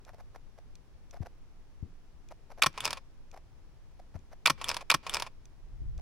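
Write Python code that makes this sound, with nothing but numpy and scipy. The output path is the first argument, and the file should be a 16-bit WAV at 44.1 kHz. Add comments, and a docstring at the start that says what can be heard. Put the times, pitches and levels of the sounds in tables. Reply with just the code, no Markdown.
"""A reflex camera takes three pictures right beside a stereo microphone in a quiet meadow. Each time the mirror
flips up, the shutter curtains run, and a small motor drops the mirror and cocks the springs again. Around the
pictures, just as close, come small dry ticks and a dial clicking from notch to notch; soft bumps reach the
microphone through its mount. A light breeze buffets the microphone and swells to a gust at the end that thumps
it twice, and the grass returns a very faint echo of the clicks."""
import sys
import numpy as np
from scipy import signal
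from scipy.fft import rfft, irfft, next_fast_len
from scipy.io import wavfile
from scipy.ndimage import uniform_filter1d, map_coordinates

SR = 44100
rng = np.random.default_rng(int(sys.argv[2]) if len(sys.argv) > 2 else 0)


def unload_wav(signal):
    """Save mono or channel-first audio to the path in sys.argv[1] as 16-bit WAV at rate SR, clipped to [-1, 1]."""
    wavfile.write(
        sys.argv[1],
        SR,
        np.round(np.clip(np.atleast_2d(signal).T, -1, 1) * 32767).astype(np.int16),
    )


N = 265041
HIT = 4096  # samples in one contact sound
T = (np.arange(HIT) - HIT // 16) / SR  # seconds around a contact

# the meadow's hush, with the microphone's faint high hiss near 15.5 kHz: freq_hz, density_db
HUSH_SPECTRUM = [(53, -32.5), (90, 2.5), (200, -4), (410, -7.5), (520, -11.5), (870, -13), (1440, -18.5),
                 (2300, -22), (4000, -27), (5600, -26.5), (8300, -35.5), (11000, -35), (13300, -44),
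                 (15500, -39.5)]
# stereo width of the hush: freq_hz, side_minus_mid_db
HUSH_WIDTH = [(130, -8), (600, -5), (1400, -4.5), (3100, -0.5), (7000, 0)]
# breeze on the microphone's ports: freq_hz, density_db
BREEZE_SPECTRUM = [(8.8, -39), (15, 9), (38, -8.5), (67, -10), (119, -21.5), (162, -21.5), (189, -42.5),
                   (300, -40.5), (390, -63), (660, -120)]
# the gust's rumble on the ports: freq_hz, density_db
GUST_SPECTRUM = [(12, -12), (25, -0.5), (42, 0), (75, -8), (130, -18.5), (200, -33.5), (400, -65.5),
                 (700, -120)]
# stereo width of sounds beside the microphone: freq_hz, side_minus_mid_db
CLOSE_WIDTH = [(100, -4.5), (300, -8.5), (700, -21.5), (1300, -18.5), (2400, -13.5), (4400, -9),
               (8100, -1.5), (15000, 2)]
# small dry ticks: start_s, level_db, pitch_hz
TICKS = [(0.0498, -40, 3600), (0.7543, -38, 4300), (1.1098, -36, 5920), (2.2871, -40.5, 2500),
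         (2.7292, -44, 2400), (3.3144, -39, 2450), (4.1904, -50.5, 7010), (5.455, -38, 6420),
         (5.9782, -40.5, 3600)]
# colour of a tick: freq_hz, density_db
TICK_SPECTRUM = [(880, -45), (1500, -15), (1810, -27.5), (2440, -5.5), (2970, -14), (6000, -3),
                 (8570, -11.5), (9470, -20), (14200, -25), (16000, -29.5)]
# resonances common to all ticks: freq_hz, width_hz, gain_db
TICK_MODES = [(2434, 130, 4), (3460, 180, 8), (6020, 400, -7)]
# the dial's steps from notch to notch: snap_s, level_db, climb_s
DIAL_STEPS = [(.094, -39.5, .028), (0.145, -38, 0.012), (.206, -39.5, 0.023), (0.3601, -33.5, 0.014),
              (0.587, -37.5, .008), (1.143, -35, .014), (1.171, -39.5, 0.019), (1.23, -36, 0.014),
              (1.268, -32.5, .016), (2.321, -33, 0.014), (2.52, -34, 0.019), (2.594, -35, 0.018),
              (3.344, -35, 0.015), (3.375, -34, 0.016), (3.998, -37.5, 0.0051), (4.162, -38, .02),
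              (4.332, -36, 0.018), (4.825, -32.5, 0.0094), (5.997, -38, 0.011)]
# the dial's ball striking a notch: freq_hz, density_db
DETENT_SPECTRUM = [(240, -33), (400, -12), (712, 3), (1250, -25.5), (1940, -22), (2250, -22), (2960, -30),
                   (5860, -25.5), (6820, -40.5), (7350, -31.5), (9230, -39.5), (11800, -39), (15000, -54)]
# the ball scraping up a tooth: freq_hz, density_db
SCRAPE_SPECTRUM = [(290, -27.5), (500, 7), (896, 3), (2050, -6.5), (3320, -22), (6030, -17), (9120, -46.5),
                   (11100, -20), (15000, -44)]
# bumps on the microphone's mount, the last two being thumps of the gust: start_s, level_db, pitch_hz,
# right_port_db
BUMPS = [(1.2044, -19, 86.5, -13), (1.8262, -20.5, 75.3, -11.5), (4.1517, -22.5, 83.5, -13),
         (5.817, -32, 56, -1), (5.961, -38.5, 49.6, -8)]
# the mount shaking: freq_hz, density_db
SHAKE_SPECTRUM = [(20, -6), (60, -1), (110, -2), (200, -8.5), (350, -12.5), (600, -44), (1500, -100)]
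# the pictures: release_s, rewind_start_s, rewind_stretch_ratio
PICTURES = [(2.6195, 2.7406, 0.98), (4.4567, 4.578, 0.98), (4.899, 5.0294, 1)]
# blows of an exposure, timed from the release: delay_s, level_db, part
EXPOSURE_BLOWS = [(-.001, -34, "lever"), (.0016, -5.5, "mirror"), (.0049, -6.5, "mirror"),
                  (.0135, -14.5, "catch"), (.015, -10.5, "catch"), (.0192, -15.5, "bounce"),
                  (.0417, -14.5, "curtain"), (.0455, -12.5, "curtain"), (.047, -20, "spring")]
# blows of a rewind, timed from the motor's start: delay_s, level_db, part
REWIND_BLOWS = [(.0365, -27.5, "cam"), (.042, -32.5, "cam"), (.066, -16, "pawl"), (.1015, -31.5, "lever"),
                (.1093, -19, "spring"), (.1153, -11.5, "spring"), (.1228, -23, "lever"),
                (.1258, -24.5, "lever"), (.1387, -21, "lever"), (.169, -24, "spring"), (.171, -28, "latch"),
                (.1928, -19.5, "latch"), (.198, -32, "latch"), (.235, -37.5, "cam"), (.240, -37, "cam")]
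# colour of each camera part, by name: freq_hz, density_db
PART_SPECTRA = { "mirror": [(71, -61.5), (120, -28.5), (789, -20.5), (1290, -8), (2070, -10.5),
                (2340, -2.5), (2870, -7.5), (3740, -7), (4140, -25.5), (4780, -13), (8840, -22),
                (9400, -23), (10200, -18.5), (14400, -33.5), (16000, -40.5)], "catch": [(180, -43.5),
                (300, -8), (1390, -13), (2400, 1), (3080, -5.5), (3580, -6), (4370, 3.5), (6850, -20),
                (9390, -16), (12500, -22.5), (13800, -37), (16000, -34)], "bounce": [(71, -51),
                (120, -16.5), (727, -13.5), (1070, -1.5), (1580, -15.5), (2110, -12), (2430, -9.5),
                (2990, -12.5), (4590, -19.5), (5750, -20), (7050, -26), (10600, -26), (16000, -42)],
                "curtain": [(140, -48), (230, -4.5), (667, -12.5), (1040, -2), (2040, -9.5), (2390, -5),
                (2660, -12), (3020, -7.5), (3870, -12), (5920, -9), (7330, -27.5), (8010, -12),
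                (9070, -24.5), (10300, -16.5), (16000, -37)], "cam": [(180, -43), (300, -17), (1060, -3),
                (1530, -19), (2440, -7.5), (3830, -16), (5160, -14.5), (9090, -28.5), (10400, -24),
                (13500, -51), (14700, -38.5), (16000, -47)], "pawl": [(350, -56.5), (600, -20.5),
                (1610, -11), (2240, -13.5), (3390, 2.5), (4050, -15.5), (6030, -17), (7210, -13.5),
                (8390, -10), (9360, -24), (10300, -9), (16000, -44)], "spring": [(240, -44), (400, -7.5),
                (655, -13), (1030, -3.5), (1600, -18), (2670, -1), (3810, -12.5), (5270, 1.5),
                (7280, -13.5), (11400, -14.5), (13900, -28.5), (16000, -29.5)], "lever": [(180, -40.5),
                (300, -11.5), (842, -3.5), (1840, -6.5), (2000, -7.5), (2400, -1), (3130, -11.5),
                (3580, -3.5), (4230, -10), (5160, -4), (6100, -19), (8090, -14.5), (16000, -42)],
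                "latch": [(180, -46.5), (300, -15.5), (1030, -4.5), (1390, -14), (1640, -6), (1970, -13),
                (3030, -9), (3400, -6), (4160, -9.5), (4910, -9), (7950, -23), (9710, -17), (16000, -39)]}
# how long each part rings, by name: t60_s
PART_T60 = {"mirror": 0.0096, "catch": .011, "bounce": .021, "curtain": .018, "cam": .025, "pawl": 0.0055,
            "spring": 0.0092, "lever": .015, "latch": .014}
# resonances of the camera body, plus the microphone's high sheen near 15.6 kHz:
# freq_hz, width_hz, gain_db
BODY_AND_MIC_MODES = [(538.5, 24, -2), (650, 64, -3.5), (963, 160, -1), (1108, 94, -2), (1346, 190, -1),
                      (1838, 57, -1), (2325, 53, -2.5), (2470, 90, -0.5), (3500, 110, -5),
                      (5140, 110, -7.5), (15600, 830, -2.5)]
# whirr of the motor's gear train: freq_hz, density_db
GEAR_SPECTRUM = [(240, -30), (400, -8.5), (607, -9), (1070, -1.5), (1870, -12.5), (2290, -5.5),
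                 (4050, -19.5), (4440, -12), (6950, -26.5), (10500, -31.5), (12700, -38.5), (13300, -51),
                 (16000, -37)]


def amp(db):
    """Decibels to amplitude."""
    return 10 ** (np.asarray(db) / 20)


def unit(x):
    """Scale to rms 1."""
    return x / np.sqrt(np.mean(x ** 2) + 1e-20)


def decay(t, t60):
    """A fade that loses 60 dB in t60 seconds."""
    return np.exp(-np.log(1000) * t / t60)


def gain_curve(points, size):
    """Gain in each bin of a size-sample FFT, from (freq_hz, db) points joined on a log axis."""
    hz, db = np.transpose(points)
    return amp(np.interp(np.log(np.fft.rfftfreq(size, 1 / SR) + 1), np.log(hz + 1), db))


def add(track, start_s, sound):
    """Mix a stereo sound into the track."""
    part = track[:, max(round(start_s * SR), 0):][:, :sound.shape[1]]
    part += sound[:, :part.shape[1]]


def stereo(pair, width=CLOSE_WIDTH):
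    """Two unrelated sounds become mid and side of the two microphone ports."""
    mid, size = pair[0], pair.shape[1]
    side = irfft(rfft(pair[1]) * gain_curve(width, size), size)
    return np.array([mid + side, mid - side])


def noise(spectrum, size):
    """Two unrelated coloured noises of rms 1."""
    padded = next_fast_len(size)
    white = rfft(rng.standard_normal((2, padded)))
    return unit(irfft(white * gain_curve(spectrum, padded), padded)[:, :size])


def causal(gain):
    """The response with this gain that answers only after it is struck (minimum phase)."""
    cepstrum = irfft(np.log(gain + 1e-6))
    cepstrum[..., 1:HIT // 2] *= 2
    cepstrum[..., HIT // 2 + 1:] = 0
    return np.exp(rfft(cepstrum))


def ringing(spectrum, modes=()):
    """A part's response at unit power: a broad colour with resonances standing out of it."""
    hz = np.fft.rfftfreq(HIT, 1 / SR)
    peaks = 1 + sum(amp(db) / (1 + (2 * (hz - centre) / width) ** 2) for centre, width, db in modes)
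    return causal(unit(gain_curve(spectrum, HIT) * peaks))


def grit():
    """Two white noises standing for the tiny contacts within a blow."""
    return rng.standard_normal((2, HIT))


def blow(contacts, t60, response, attack_s=0.00056, smooth_bins=32):
    """A dying chatter of tiny contacts, evened out over all bands, rings a part near the microphone."""
    age = np.maximum(T, 0)
    fade = decay(age, t60) * (1 - np.exp(-age / attack_s))
    chatter = rfft(contacts * fade)
    band_power = np.abs(uniform_filter1d(np.abs(chatter) ** 2, smooth_bins, axis=1))
    even_chatter = chatter / causal(np.sqrt(band_power)) * np.linalg.norm(fade)
    return signal.windows.tukey(HIT, 0.1) * stereo(irfft(even_chatter * response))


def hush(level_db=-66):
    """The even hush of the meadow, with the microphone's faint high hiss on top."""
    return amp(level_db) * stereo(noise(HUSH_SPECTRUM, N), HUSH_WIDTH)


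def wind(breeze_db=-51, gust_db=-36, peak_s=5.857, rise_db_per_s=61, fall_db_per_s=20, lean_db=1):
    """A steady breeze and one gust buffet each port on its own, the left a little harder."""
    from_peak_s = np.arange(N) / SR - peak_s
    swell_db = np.minimum(rise_db_per_s * from_peak_s, -fall_db_per_s * from_peak_s)
    gust = amp(gust_db + swell_db) * noise(GUST_SPECTRUM, N)
    breeze = amp(breeze_db) * noise(BREEZE_SPECTRUM, N)
    return (breeze + gust) * amp([[lean_db], [-lean_db]])


def ticks(gain_db=-4, t60=0.0067, ping_width_hz=500, ping_db=4):
    """Tiny bright contacts close by, each with a brief ping of its own pitch."""
    out = np.zeros((2, N))
    for start_s, level_db, pitch_hz in TICKS:
        response = ringing(TICK_SPECTRUM, [*TICK_MODES, (pitch_hz, ping_width_hz, ping_db)])
        add(out, start_s + T[0], amp(level_db + gain_db) * blow(grit(), t60, response))
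    return out


def dial(unseat_db=-46, scrape_db=-21.5, scrape_db_per_s=200.5, rough_db=4, snap_db=-2, t60=0.011):
    """The sprung ball leaves its notch, scrapes unevenly up a tooth and snaps into the next notch."""
    out, response = np.zeros((2, N)), ringing(DETENT_SPECTRUM)
    for snap_s, level_db, climb_s in DIAL_STEPS:
        add(out, snap_s - climb_s + T[0], amp(unseat_db) * blow(grit(), t60, response))
        loudness = amp(level_db + scrape_db + scrape_db_per_s * climb_s)  # a slower climb is louder
        swell = np.exp(-.5 * ((T - T.mean()) / (0.44 * climb_s)) ** 2)
        roughness = unit(amp(rough_db * unit(uniform_filter1d(rng.standard_normal(HIT), size=96))))
        scrape = loudness * swell * roughness * stereo(noise(SCRAPE_SPECTRUM, HIT))
        loudest_s = snap_s - 0.25 * climb_s
        add(out, loudest_s - HIT / 2 / SR, scrape)
        add(out, snap_s + T[0], amp(level_db + snap_db) * blow(grit(), t60, response))
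    return out


def grass_echo(clicks, level_db=-40, t60=0.69):
    """Grass and bushes scatter a very faint, dull tail back to the microphone."""
    t = np.arange(SR // 2) / SR
    tail = noise([(200, -4.0), (1500, -0.5), (5000, -2.5), (15000, -20.5)], len(t)) * decay(t, t60)
    return amp(level_db) * signal.fftconvolve(clicks, tail / np.linalg.norm(tail[0]), axes=1)[:, :N]


def knock(pitch_hz, sag, right_db, sag_s=0.0031, attack_s=0.003, t60=0.069, shake_db=-19, shake_t60=0.22):
    """A soft knock rocks the mount, its pitch sagging, and leaves it shaking; the left port feels it most."""
    t = np.arange(2 * HIT) / SR
    phase = 2 * np.pi * np.cumsum(pitch_hz * (1 + sag * np.exp(-t / sag_s))) / SR
    rock = np.sin(phase) * decay(t, t60)
    shake = amp(shake_db) * noise(SHAKE_SPECTRUM, len(t))[0] * decay(t, shake_t60)
    left = (shake - rock) * (1 - np.exp(-t / attack_s))
    right = amp(right_db) * np.interp(t - 0.00027, t, left)  # reaches this port 0.27 ms later
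    return np.array([left, right])


def bumps():
    """Now and then something nudges the microphone's mount, and near its peak the gust thumps it twice."""
    out = np.zeros((2, N))
    for start_s, level_db, pitch_hz, right_db in BUMPS:
        add(out, start_s, amp(level_db) * knock(pitch_hz, sag=1.4, right_db=right_db))
    return out


def mechanism(blows, runs, variation, scatter_db, body_db=-27, body_t60=0.08):
    """The same parts collide in order, nearly alike on every run; each blow leaves the body ringing."""
    out = np.zeros((2, N))
    for delay_s, level_db, part in blows:
        response, contacts = ringing(PART_SPECTRA[part], BODY_AND_MIC_MODES), grit()
        for start_s, stretch in runs:
            hit = blow(contacts + variation * grit(), PART_T60[part], response)
            body_ring = amp(body_db) * blow(grit(), body_t60, response)
            strength = amp(level_db + scatter_db * rng.normal())
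            add(out, start_s + stretch * delay_s + T[0], strength * (hit + body_ring))
    return out


def shutter(thud_delay_s=0.0428, thud_db=-24.5):
    """The mirror flips up and the curtains run; the closing curtain jolts the mount."""
    runs = [(release_s, 1) for release_s, _, _ in PICTURES]
    out = mechanism(EXPOSURE_BLOWS, runs, variation=0.3, scatter_db=0.27)
    for release_s, _ in runs:
        add(out, release_s + thud_delay_s, amp(thud_db) * knock(pitch_hz=143, sag=0.52, right_db=-7.5))
    return out


def rewind():
    """Cam, pawl, levers and latch clatter as the mirror drops and the springs are cocked."""
    runs = [(start_s, stretch) for _, start_s, stretch in PICTURES]
    return mechanism(REWIND_BLOWS, runs, variation=0.45, scatter_db=1.1)


def motor_effort(t, idle_db=-59.5, load_db=14.5, peak_s=0.13, spread_s=0.066, run_s=0.25):
    """The motor's amplitude over a run: it turns freely, labours against the springs, then brakes."""
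    springs = np.exp(-.5 * ((t - peak_s) / spread_s) ** 2)
    braking_db = 1300 * np.maximum(t - run_s, 0)
    return amp(idle_db + load_db * springs - braking_db)


def motor(tooth_hz=430, pulse_depth=0.5, shake_db=-53):
    """The gear train whirrs, its noise pulsing as the teeth mesh, and makes the body tremble."""
    out, t = np.zeros((2, N)), np.arange(SR // 3) / SR
    for _, start_s, stretch in PICTURES:
        effort = motor_effort(t / stretch)
        teeth = unit(1 + pulse_depth * np.sin(2 * np.pi * (tooth_hz * t + rng.random())))
        whirr = effort * teeth * stereo(noise(GEAR_SPECTRUM, len(t)))
        tremble = amp(shake_db) * effort / effort.max() * stereo(noise(SHAKE_SPECTRUM, len(t)))
        add(out, start_s, whirr + tremble)
    return out


def scene():
    """The camera up close, its echo off the grass, bumps and wind on the microphone, a hush behind."""
    close = shutter() + rewind() + motor() + dial() + ticks()
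    return close + grass_echo(close) + bumps() + wind() + hush()


def record(dry, top_hz=16400):
    """The recorder keeps nothing above its band limit."""
    padded = next_fast_len(N + HIT)
    lowpass = 1 / np.sqrt(1 + (np.fft.rfftfreq(padded, 1 / SR) / top_hz) ** 200)
    return irfft(rfft(dry, padded) * lowpass, padded)[:, :N]


dry = scene()
out = record(dry)
unload_wav(out)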